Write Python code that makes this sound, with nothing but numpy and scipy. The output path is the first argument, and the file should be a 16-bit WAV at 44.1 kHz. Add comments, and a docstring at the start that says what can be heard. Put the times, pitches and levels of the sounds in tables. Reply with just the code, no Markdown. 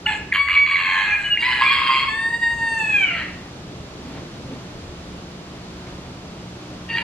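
"""Traffic rumbles and a motor drones outside, as filtered noise and a harmonic series, from start to end.
Almost at once a rooster on a table in a concrete shed crows: syrinx overtones, clear or hoarse, with rasp and pips.
A second bird joins in behind it; thin squeaks follow, and the walls answer with diffuse, decaying echoes.
Later, feet knock and scuff on the table; at the very end a far bird starts."""
import sys
import numpy as np
from scipy import signal
from scipy.fft import rfft, irfft
from scipy.io import wavfile
from scipy.ndimage import uniform_filter1d

SR = 44100
rng = np.random.default_rng(int(sys.argv[2]) if len(sys.argv) > 2 else 0)


def unload_wav(signal):
    """Save mono or channel-first audio to the path in sys.argv[1] as 16-bit WAV at rate SR, clipped to [-1, 1]."""
    wavfile.write(
        sys.argv[1],
        SR,
        np.round(np.clip(np.atleast_2d(signal).T, -1, 1) * 32767).astype(np.int16),
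    )


N = 310023


def from_db(db):
    """Logarithmic level: 20 dB is a factor of ten in amplitude."""
    return 10 ** (np.asarray(db) / 20)


def rms_one(x):
    """Normalisation: scale to unit effective value."""
    return x / np.sqrt(np.mean(x ** 2) + 1e-20)


def in_time(rows):
    """Linear interpolation: the columns of a t/s table at every sample."""
    s, *columns = np.transpose(rows)
    return [np.interp(np.arange(N) / SR, s, c) for c in columns]


def at_hz(points, hz):
    """Logarithmic pitch axis: read a spectrum by equal frequency ratios."""
    log_table_hz = np.log(np.array(points)[:, 0])
    return np.interp(np.log(np.maximum(hz, 1)), log_table_hz, np.array(points)[:, 1])


def drift(rate_hz, size=N):
    """Random fluctuation: noise through a two-pole low-pass, unit rms."""
    settle = SR // 4
    r = np.exp(-2 * np.pi * rate_hz / SR)
    noise = rng.standard_normal(size + settle)
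    return rms_one(signal.lfilter([1], [1, -2 * r, r * r], noise)[settle:])


def colour(x, spectrum):
    """Linear filtering: weight each frequency by the spectrum, then set rms to 1."""
    hz = np.arange(N // 2 + 1) * SR / N
    return rms_one(irfft(rfft(x) * from_db(at_hz(spectrum, hz)), N))


def bump(s, length_s):
    """Gaussian envelope: length_s is the full width at 1/e of the peak."""
    return np.exp(-(2 * (np.arange(N) / SR - s) / length_s) ** 2)


# likeness of left and right in a diffuse field: (f/Hz, correlation 0-1)
LIKENESS = [(60, 1), (180, 0.98), (500, 0.88), (1500, 0.14), (4300, 0.36), (12700, 0.27)]


def wide_noise(spectrum):
    """Partial coherence: mid and side noise mixed so that left-right likeness depends on frequency."""
    hz = np.arange(N // 2 + 1) * SR / N
    alike = np.clip(at_hz(LIKENESS, hz), 0, 1)
    mid, side = rfft(rng.standard_normal((2, N)))
    side = side * np.sqrt((1 - alike) / (1 + alike))
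    pair = np.sqrt(1 + alike) * np.array([mid + side, mid - side])
    return colour(irfft(pair, N), spectrum)


DEEP_DB, FIRING_HZ = -45.5, 59.85   # mean level of the deepest rumble; fundamental of the motor
# background as heard, sinking under the crow: (t/s, rumble level/dB, motor level/dB, wash level/dB)
STREET = [(0.0, -41, -47, -43), (.3, -40, -43.5, -43), (0.42, -49.5, -53.5, -52.5), (.9, -45.5, -50.5, -46),
          (1.4, -41, -51.5, -44.5), (2.4, -40.5, -57, -44), (3.0, -39, -51, -39.5),
          (3.3, -39.5, -40.5, -41), (3.7, -38, -43.5, -42), (4.2, -36.5, -52.5, -41),
          (5.1, -38.5, -43, -41.5), (5.4, -39.5, -42.5, -42), (5.9, -39, -40.5, -41), (6.2, -38, -52, -42),
          (6.5, -39.5, -38, -41.5), (7.03, -39.5, -40.5, -41)]
# harmonics of the motor: (multiple of the fundamental, relative level/dB)
MOTOR = [(2, -6), (3, 0), (4, -13.5), (5, -4.5), (6, -6), (7, -17)]
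# spectra of the deepest rumble, the rumble and the far wash: (f/Hz, relative level/dB)
DEEP = [(11, -32.5), (18, -11.5), (60, 2), (80, 7.5), (98, -5.5), (140, -33.5), (240, -120)]
RUMBLE = [(59, -22), (100, -6.5), (124, 2), (150, -1), (178, 0), (205, -2), (298, -4), (328, -4.5),
          (526, -9.5), (700, -17.5), (910, -37.5), (1540, -120)]
AIR = [(240, -20.5), (400, -19), (602, -1.5), (907, -4.5), (1180, -5), (1800, -10), (3480, -11),
       (4590, -13), (6820, -18.5), (8120, -26), (13200, -38)]


def street():
    """Superposition of fluctuating noise bands and a harmonic motor drone of wavering frequency."""
    rumble_db, motor_db, wash_db = in_time(STREET)
    deep = from_db(DEEP_DB + 2.0 * drift(2.2)) * wide_noise(DEEP)
    rumble = from_db(rumble_db + 1.0 * drift(22.0)) * wide_noise(RUMBLE)
    phase = 2 * np.pi * np.cumsum(FIRING_HZ + 0.446 * drift(3.58)) / SR
    motor = sum(from_db(motor_db + db + 2.1 * drift(1.6)) * np.sin(k * phase + k * k) for k, db in MOTOR)
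    return deep + rumble + motor + from_db(wash_db) * wide_noise(AIR)


# flapping rate of the slack membrane: (t/s, f/Hz)
THROB = [(.5, 97), (.7, 88), (.85, 90), (1.0, 99), (1.2, 107), (1.45, 120), (1.85, 122), (2.0, 135),
         (3.0, 120), (6.9, 100)]


def throb():
    """Integrated frequency: phase of the slack membrane's slow, slightly uneven flapping."""
    return 2 * np.pi * np.cumsum(in_time(THROB)[0] + 4.0 * drift(10)) / SR


def span(rows, rise_s=.008):
    """Onset and decay: samples of a syllable, with a quick rise and a fall slower for longer notes."""
    a, b = round(rows[0][0] * SR), min(round(rows[-1][0] * SR), N)
    k = np.arange(b - a)
    rise = k / (rise_s * SR)
    fall = k[::-1] / (len(k) / 20) + (b == N)   # no fall where the sound ends in mid-syllable
    return slice(a, b), np.clip(np.minimum(rise, fall), 0, 1)


WAVER_DB, CLEAR_WAVER = 3.5, .4   # unsteadiness of each overtone; its share in a clear voice
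SMOOTHED_SHARE = 0.16   # share of the smoothed level in all overtones but the 2nd
GRAIN, GRAIN_HZ = .4, 80   # hoarseness chops each overtone into grains
# low overtones and half lines: multiples of the pitch
MULTIPLES = (1, 2, 3, 4, 5, 2.5, 4.5)
# response of the windpipe to the low overtones: (f/Hz, level/dB)
WINDPIPE = [(600, -16.5), (900, -11.5), (1130, -12), (1560, -13), (1860, -4), (2300, -1), (2600, -5),
            (2800, -15.5), (3150, -19.5), (3600, -30.5), (4600, -19.5), (5600, -69.5)]
# lifts of the lowest, third and fourth overtones over their usual balance: (t/s, level/dB)
LOWEST = [(.05, -1.5), (.38, 6), (0.451, -3), (.6, 3), (.74, -2), (.95, 9), (1.45, -4), (1.5, 7.5),
          (1.75, -4), (2.08, -0.5), (2.14, -10), (2.3, 2), (2.44, -2.5), (2.62, 9), (2.72, 4), (3.0, 0),
          (3.15, 1), (6.95, -7), (7.03, 7)]
THIRD = [(.05, 7), (1.6, 9), (2.0, 7), (2.14, -2), (2.281, -5), (2.5, -0.5), (2.7, 5.5), (2.83, 10),
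         (2.9, 11.5), (3.0, 10), (3.1, 2.5), (3.2, 0), (6.9, 2), (6.96, -9)]
FOURTH = [(.05, 7.5), (.6, -2.5), (1.0, 6), (1.5, 3), (1.9, -3.5), (2.15, 1.5), (2.5, -3.5), (2.9, -3),
          (3.0, 3), (3.1, 5.5), (3.17, -9), (6.9, 7)]


def low_overtones(part, pitch, phase, tone_db, balance, share, scatter, depth, flap, shake_db=8.0):
    """Source and filter: phase-modulated overtones of the syrinx, weighted by the windpipe."""
    size = len(pitch)
    lifts = {k: in_time(curve)[0][part] for k, curve in zip((1, 3, 4), (LOWEST, THIRD, FOURTH))}
    smoothed_db = uniform_filter1d(tone_db, size=9000, mode="nearest")
    blended_db = tone_db + SMOOTHED_SHARE * (smoothed_db - tone_db)
    out = 0
    for k, db in zip(MULTIPLES, balance):
        shaken_db = scatter * shake_db * drift(24, size)
        shaken_db = shaken_db + WAVER_DB * (CLEAR_WAVER + share / 4) * drift(24.0, size)
        level_db = tone_db if k == 2 else blended_db
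        gain = from_db(level_db + db + at_hz(WINDPIPE, k * pitch) + shaken_db + lifts.get(k, 0))
        if k % 1:
            gain = gain * np.sqrt(share)   # half lines need hoarseness
        gain = gain * (1 + GRAIN * share * drift(GRAIN_HZ, size))
        out = out + gain * np.sin(k * phase + depth * np.sin(flap + k))
    return out


SHRILL_FOLLOWS, SHRILL_SPREAD_HZ = 0.13, 220   # share of the tone's swing; smear by hoarseness
# shrill overtones over their row: (t/s, level of all/dB, further level of the 6th and 7th/dB)
BRIGHT = [(.05, 3, 1), (.35, 6, -21), (.45, -3.5, -0.5), (.75, -8, 5), (1.0, -3, 5), (1.3, 0.5, 5.5),
          (2.05, -7, 4), (2.15, -6, -11), (2.3, -3, -9), (2.46, -2.5, -6), (2.53, -0.5, 9), (2.7, 0, 9.5),
          (2.85, -0.5, 6), (3.0, -4.5, -9), (3.15, -20, 1), (6.9, -12, 0), (6.96, -3, -2)]


def shrill_overtones(part, phase, tone_db, shrill, share):
    """Amplitude modulation by noise: hoarseness smears the upper overtones into bands."""
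    size = len(phase)
    all_db, edge_db = [c[part] for c in in_time(BRIGHT)]
    all_db = all_db + SHRILL_FOLLOWS * (tone_db - np.median(tone_db))
    out = 0
    for k, db in enumerate(shrill):
        gain = from_db(db + all_db + edge_db * (k < 2) + 2.5 * drift(8.0, size))
        smear = 1 - share + share * drift(SHRILL_SPREAD_HZ, size)
        out = out + gain * smear * np.sin((6 + k) * phase + k * k)
    return out


ROUGH_DB, ROUGH_HZ, HALF_LINES_DB = 1, 30, -7   # clinging rasp: level, fluctuation rate, half lines' level
RATTLE = .75   # how far each flap of the membrane shuts off the rasp, 0-1
# throat resonances that colour the rasp: (f/Hz, relative level/dB)
THROAT = [(600, -41), (780, -54), (860, -10.5), (1080, -8.5), (1350, -10.5), (1700, 1.5), (2200, 4.5),
          (3000, -4), (3400, -11), (3750, -20.5), (4150, -9.5), (4550, -19), (4750, -47.5), (5300, -59),
          (5700, -41), (6400, -49.5), (6900, -28.5), (7900, -36.5), (8500, -54), (9300, -71),
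          (10200, -40.5), (11200, -42), (13000, -46)]


def clinging_rasp(pitch, phase, rasp_db, gape, flap):
    """Narrow-band noise: fluctuating lines at the overtones and half way between, shaped by the throat."""
    stretch, treble_db = gape
    out = 0
    for k in np.arange(2, 24) / 2:
        above = np.clip(k * pitch / 500 - 6.5, 0, 1)   # 0 below 3.25 kHz, 1 above 3.75 kHz
        line_db = at_hz(THROAT, k * pitch / stretch) + treble_db * above + HALF_LINES_DB * (k % 1 > 0)
        out = out + from_db(line_db) * (.6 + .8 * drift(ROUGH_HZ, len(pitch))) * np.sin(k * phase + k * k)
    return from_db(rasp_db + ROUGH_DB) * out * (1 + RATTLE * np.cos(flap)) / 2


CLEAR_SCATTER = .06   # pitch scatter of a clear voice, 0-1
# one table a syllable, five of the crow, the second bird, the far bird:
# (t/s, f/Hz, tone level/dB, rasp level/dB)
SYLLABLES = [
    [(.058, 854, -37, -31), (.07, 868, -22, -32), (.09, 869, -14.5, -30.5), (.12, 849, -22, -25.5),
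     (.15, 841, -24, -29.5), (.18, 852, -50, -58)],
    [(.322, 1109, -51, -31), (.36, 1131, -22, -21.5), (.41, 1125, -14, -41), (.46, 1122, -21.5, -48),
     (.485, 1133, -28, -24.5), (.55, 1139, -19.5, -23.5), (.595, 1131, -14.5, -29.5),
     (.655, 1136, -22.5, -43), (.665, 1121, -17, -26), (.69, 1131, -27, -27.5), (.72, 1115, -13, -24.5),
     (.74, 1131, -20.5, -25.5), (.78, 1134, -23.5, -25), (.83, 1079, -20.5, -25.5), (1.0, 1065, -36, -29.5),
     (1.1, 1047, -77, -38), (1.17, 1080, -62, -52), (1.33, 1084, -61, -38)],
    [(1.39, 930, -43, -45), (1.42, 970, -27, -27), (1.468, 1007, -17, -25.5), (1.52, 1007, -29.5, -27.5),
     (1.58, 963, -46, -32.5), (1.61, 973, -31, -23)],
    [(1.605, 1039, -26.5, -22.5), (1.65, 1127, -25, -27.5), (1.72, 1106, -21, -24.5), (1.8, 1093, -25, -26),
     (1.865, 1068, -20.5, -25.5), (1.93, 1050, -27, -24), (2.0, 1098, -24, -27), (2.032, 1098, -18, -27),
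     (2.06, 1070, -38.5, -32.5), (2.09, 1091, -14.5, -38), (2.11, 1095, -39, -55)],
    [(2.08, 873, -24.5, -54), (2.136, 882.6, -18, -61), (2.2, 910.4, -20, -61), (2.264, 915, -17, -64),
     (2.315, 938, -25.5, -57), (2.345, 925, -13, -61), (2.385, 940, -28, -65), (2.41, 933, -24, -52),
     (2.435, 933, -9.5, -57), (2.46, 928, -12.5, -65), (2.495, 927, -20, -69), (2.525, 932, -15, -69),
     (2.56, 928, -31.5, -60), (2.6, 917, -22, -54), (2.64, 927.4, -19.5, -59), (2.7, 912.6, -17.5, -65),
     (2.76, 902, -21.5, -60), (2.828, 872.3, -20.5, -49), (2.906, 854, -23.5, -45),
     (2.97, 811.4, -22.5, -49), (3.028, 769, -20, -45), (3.08, 726, -25.5, -37), (3.14, 671.7, -26, -34.5),
     (3.19, 630, -34, -30.5), (3.28, 591.6, -44, -43)],
    [(.76, 860, -34, -41.5), (.96, 864.6, -26.5, -27.5), (1.06, 849.5, -20.5, -26),
     (1.18, 812.7, -28, -35.5), (1.42, 845.7, -36, -43.5), (1.52, 855, -27.5, -33),
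     (1.66, 822, -27.5, -35.5), (1.76, 825, -46, -55)],
    [(6.885, 912, -36, -43), (6.905, 914, -27, -32), (6.93, 916, -26.5, -36), (6.954, 930, -17, -38),
     (6.97, 936, -29.5, -29), (6.985, 950, -17, -27.5), (7.0, 923, -53, -31), (7.03, 932, -19.5, -37)],
]
# overtone balance, a row a syllable: (level/dB of as many MULTIPLES as it has)
BALANCE = [(4, 3, -10, -0.5, -20, -19, -5), (-2, 1.5, -2.5, -3, -27, 0.5, -40),
           (2, 2.5, -10, 9, 8.5, -26, -20), (10.5, -5.5, 8.5, 6, -17, -17, 13), (-9, 0, -6.5, 5.5, -6),
           (-12, 8.5, -11), (-1.5, -0.5, 7.5, -2, 2.5)]
# overtones above the fifth, a row a syllable: (level/dB of multiples 6 to 13)
SHRILL = [(-70, -70, -56, -52, -71, -69, -68, -68), (-59, -56.5, -93, -65, -62.5, -75.5, -91, -89),
          (-74, -64, -56, -60, -61, -78, -71, -75), (-64, -56, -62, -56, -73, -77.5, -85, -93),
          (-88, -62.5, -53.5, -49.5, -58.5, -68.5, -70, -66.5),
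          (-84, -71, -69, -68, -60.5, -78.5, -71, -92), (-70, -64, -70, -74, -56, -78, -69, -85)]
# what full hoarseness adds, a row a syllable: (pitch scatter 0-1, throb depth of the slack membrane 0-1)
HOARSE = [(.13, .4), (.11, .8), (.14, .45), (.16, .6), (.4, .4), (.14, .8), (.2, .5)]
# throat of each syllable's rasp: (factor on its resonances, level above about 3.5 kHz/dB)
GAPE = [(0.99, -4), (0.987, 2), (1.106, 0.5), (1.121, 3), (0.91, -27), (.96, 0.5), (1.1, -12)]


def syllable(rows, balance, shrill, hoarse, gape, flap, scatter_hz=63.6):
    """Nonlinear phonation: more rasp brings pitch scatter, shaking, and throb with side and half lines."""
    part, ends = span(rows)
    size, flap = len(ends), flap[part]
    pitch, tone_db, rasp_db = [c[part] for c in in_time(rows)]
    share = np.minimum(2 / (1 + from_db(2 * (tone_db - rasp_db))), 1)   # hoarseness, 0-1
    scatter, depth = CLEAR_SCATTER + share * hoarse[0], share * hoarse[1]
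    pitch = uniform_filter1d(pitch, size=1500, mode="nearest")   # muscles retune slowly
    jitter = drift(92.4, size) + drift(8.5, size) / 5
    phase = 2 * np.pi * np.cumsum(pitch + scatter * scatter_hz * jitter) / SR
    voice = low_overtones(part, pitch, phase, tone_db, balance, share, scatter, depth, flap)
    voice = voice + clinging_rasp(pitch, phase, rasp_db, gape, flap)
    voice = voice + shrill_overtones(part, phase, tone_db, shrill, share)
    out = np.zeros(N)
    out[part] = np.sqrt(2) * ends * voice * (1 + depth / 2 * np.cos(flap))
    return out


def breath():
    """Addition of powers: strength of the rasp of all syllables together."""
    power = np.zeros(N)
    for rows in SYLLABLES:
        part, ends = span(rows)
        power[part] += (ends * from_db(in_time(rows)[2][part])) ** 2
    return np.sqrt(power)


LOOSE_RASP_DB = -7   # rasp that does not follow the pitch


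def rasp(flap, puff_share=3.0):
    """Pulsed turbulence: an uneven puff for each flap, slowly changing shape, plus air, through the throat."""
    flaps = np.diff(np.floor(flap / (2 * np.pi)), prepend=0) * from_db(2.0 * drift(54))
    shapes = rng.standard_normal((2, 300)) * np.hanning(600)[300:] ** 2
    puffs = sum(signal.fftconvolve(flaps * drift(1.68), shape)[:N] for shape in shapes)
    air = rng.standard_normal(N) * from_db(2.0 * np.cos(flap) + 2.0 * drift(60))
    # loudness follows the breath alone
    evened = puffs / np.sqrt(uniform_filter1d(puffs ** 2, size=2000) + 1e-9)
    coloured = colour(puff_share * evened + rms_one(air), THROAT)
    return from_db(LOOSE_RASP_DB) * breath() * (1 + RATTLE * np.cos(flap)) * coloured


# short pips as the voice catches: (centre t/s, f/Hz, peak level/dB, 1/e width t/s)
PIPS = [(0.063, 1435, -24, 0.01), (0.065, 2850, -10, 0.0056), (0.07, 2146, -14, 0.0034),
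        (0.322, 2145, -20, 0.0063), (0.325, 2150, -4.5, 0.0021), (0.329, 1770, -11, 0.0044),
        (0.351, 3090, -21, 0.015), (0.474, 1726, -28, 0.0066), (0.478, 2110, -14, 0.0048),
        (0.503, 2080, -18, 0.0076), (0.57, 2120, -13, 0.0052), (0.664, 2120, -15.5, 0.0074),
        (0.76, 2050, -12, .006), (0.983, 2043, -20.5, 0.0065), (0.66, 1800, -32, 0.0056),
        (0.718, 1910, -19, 0.0056), (0.742, 1680, -32, 0.0056), (1.375, 2145, -6.5, 0.0021),
        (1.43, 2240, -12.5, 0.0091)]


def pips():
    """Tone bursts: sinusoids under Gaussian envelopes."""
    t = np.arange(N) / SR
    return sum(from_db(db) * bump(s, length) * np.sin(2 * np.pi * hz * t) for s, hz, db, length in PIPS)


# reverberation time, to a fall of 60 dB: (f/Hz, t/s)
SHED_T60 = [(300, 0.33), (1500, 0.59), (3000, 0.52), (8000, 0.38)]
# echoes common to both ports: (f/Hz, gain against each port's own)
SHED_SHARED = [(300, 2.3), (1200, 1.8), (2300, 1.04), (4500, 0.44), (9000, .1)]


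def shed(x):
    """Diffuse reverberation: echoes decay exponentially band by band, partly shared by the ports."""
    t, tail = np.arange(SR) / SR, 0
    edges = 200 * 2.0 ** np.arange(7)   # octave bands, Hz
    for low, high in zip(edges, edges[1:]):
        centre = np.sqrt(low * high)
        octave = signal.butter(2, [low, high], "band", fs=SR, output="sos")
        band = signal.sosfilt(octave, rng.standard_normal((3, SR)))
        shared = at_hz(SHED_SHARED, centre)
        mixed = (band[1:] + shared * band[0]) / np.hypot(1, shared)
        tail = tail + mixed * from_db(-60 * t / at_hz(SHED_T60, centre))
    tail = tail * np.clip(t / 0.0029, 0, 1)   # builds up after the direct sound
    tail = tail / np.sqrt(np.sum(tail ** 2, axis=1, keepdims=True))
    return signal.fftconvolve(x[None], tail, axes=1)[:, :N]


SQUEAK_ATTACK_S, SQUEAK_FADE_DB = 0.029, 11.5
SQUEAK_SAG_HZ_PER_S, SQUEAK_WAVER_HZ = 240, 5
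# thin single-tone squeaks between syllables: (t/s, f/Hz, peak level/dB, fade t/s)
SQUEAKS = [(1.095, 2408, -22, 0.093), (1.201, 2470, -30.5, 0.047), (1.238, 2940, -21.5, 0.022),
           (1.298, 2865, -16, 0.043), (1.365, 2800, -24, 0.05), (1.642, 2410, -19.5, 0.064)]


def squeak(row):
    """Frequency modulation: a nearly pure tone wavers and sags while its level rises, then fades."""
    s, hz, db, length = row
    t = np.arange(round((SQUEAK_ATTACK_S + length) * SR)) / SR
    quiet_db = db - SQUEAK_FADE_DB
    level_db = np.interp(t, [0, SQUEAK_ATTACK_S, t[-1]], [quiet_db, db, quiet_db])
    ends = np.clip(np.minimum(t, t[::-1]) / .005, 0, 1)
    pitch = hz - SQUEAK_SAG_HZ_PER_S * t + SQUEAK_WAVER_HZ * drift(80, len(t))
    tone = np.sin(2 * np.pi * np.cumsum(pitch) / SR)
    out, a = np.zeros(N), round(s * SR)
    out[a:a + len(t)] = np.sqrt(2) * ends * from_db(level_db) * tone
    return out


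# feet shifting on the table: (centre t/s, thump level/dB, scuff level/dB, 1/e width t/s)
STEPS = [(4.082, -34.5, -48, 0.089), (4.164, -46, -43, 0.063), (4.539, -34, -49, 0.044),
         (5.88, -54, -46, 0.03)]


def steps():
    """Impact and friction: resonant noise for the table top's dull knock, wider noise for scuffing claws."""
    # spectra: (f/Hz, relative level/dB)
    knock = colour(rng.standard_normal(N), [(120, -38), (200, -1.5), (270, 12.5), (400, -30), (800, -44)])
    scuff = colour(rng.standard_normal(N),
                   [(300, -20), (700, 1.5), (2500, -5.0), (5000, -16.0), (9000, -70)])
    return sum(bump(s, length) * (from_db(knock_db) * knock + from_db(scuff_db) * scuff)
               for s, knock_db, scuff_db, length in STEPS)


# difference in colour of the ports: (f/Hz, left minus right level/dB)
PORTS = [(500, 0), (2000, 0), (4000, -1.2), (8000, -3.5), (12000, -.5)]


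def ports(pair, lead):
    """Interaural difference: the two ports differ in level and phase at each frequency."""
    pair = np.pad(pair, [(0, 0), (2048, 2048)], "reflect")
    size = pair.shape[1]
    hz = np.fft.rfftfreq(size, 1 / SR)
    left = from_db(at_hz(PORTS, hz) / 2) * np.exp(.5j * at_hz(lead, hz))
    return irfft(rfft(pair) * [left, 1 / left], size)[:, 2048:-2048]


SHED_DB = -4   # walls against the direct sound
# level of the sound sent to the walls: (t/s, level/dB)
TO_WALLS = [(.05, -2), (.7, -4), (.9, 0), (1.2, 0), (1.26, -6), (1.36, -6), (1.45, -1), (2.15, 0),
            (2.3, -7), (2.62, -7), (2.78, 1), (3.15, 2), (3.4, 0)]
# phase by which the left port leads, for the shed and for the street: (f/Hz, phase/rad)
NEAR_LEAD = [(100, .02), (500, .12), (1000, .28), (2000, .55), (4000, .6), (9000, .8), (12500, 2.2)]
STREET_LEAD = [(30, .02), (125, .07), (500, .28), (1000, .57), (2000, 1.1), (4000, 2.3), (8000, 4.5),
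               (13000, 7.4)]


def scene():
    """Superposition: the street, the direct birds and feet, and the answer of the walls."""
    outside = ports(street(), STREET_LEAD)
    flap = throb()
    birds = sum(syllable(*voice, flap) for voice in zip(SYLLABLES, BALANCE, SHRILL, HOARSE, GAPE))
    direct = birds + rasp(flap) + pips() + sum(map(squeak, SQUEAKS)) + steps()
    echoes = from_db(SHED_DB) * shed(direct * from_db(in_time(TO_WALLS)[0]))
    return outside + ports(np.array([direct, direct]) + echoes, NEAR_LEAD)


CUTOFF_HZ = 13150


def record(dry):
    """Band limitation: a steep elliptic low-pass cuts the top; the last instants fade."""
    fade = np.clip(np.arange(N)[::-1] / 300 - .1, 0, 1)
    low_pass = signal.ellip(12, .5, 80, CUTOFF_HZ, fs=SR, output="sos")
    return fade * signal.sosfilt(low_pass, dry)


dry = scene()
out = record(dry)
unload_wav(out)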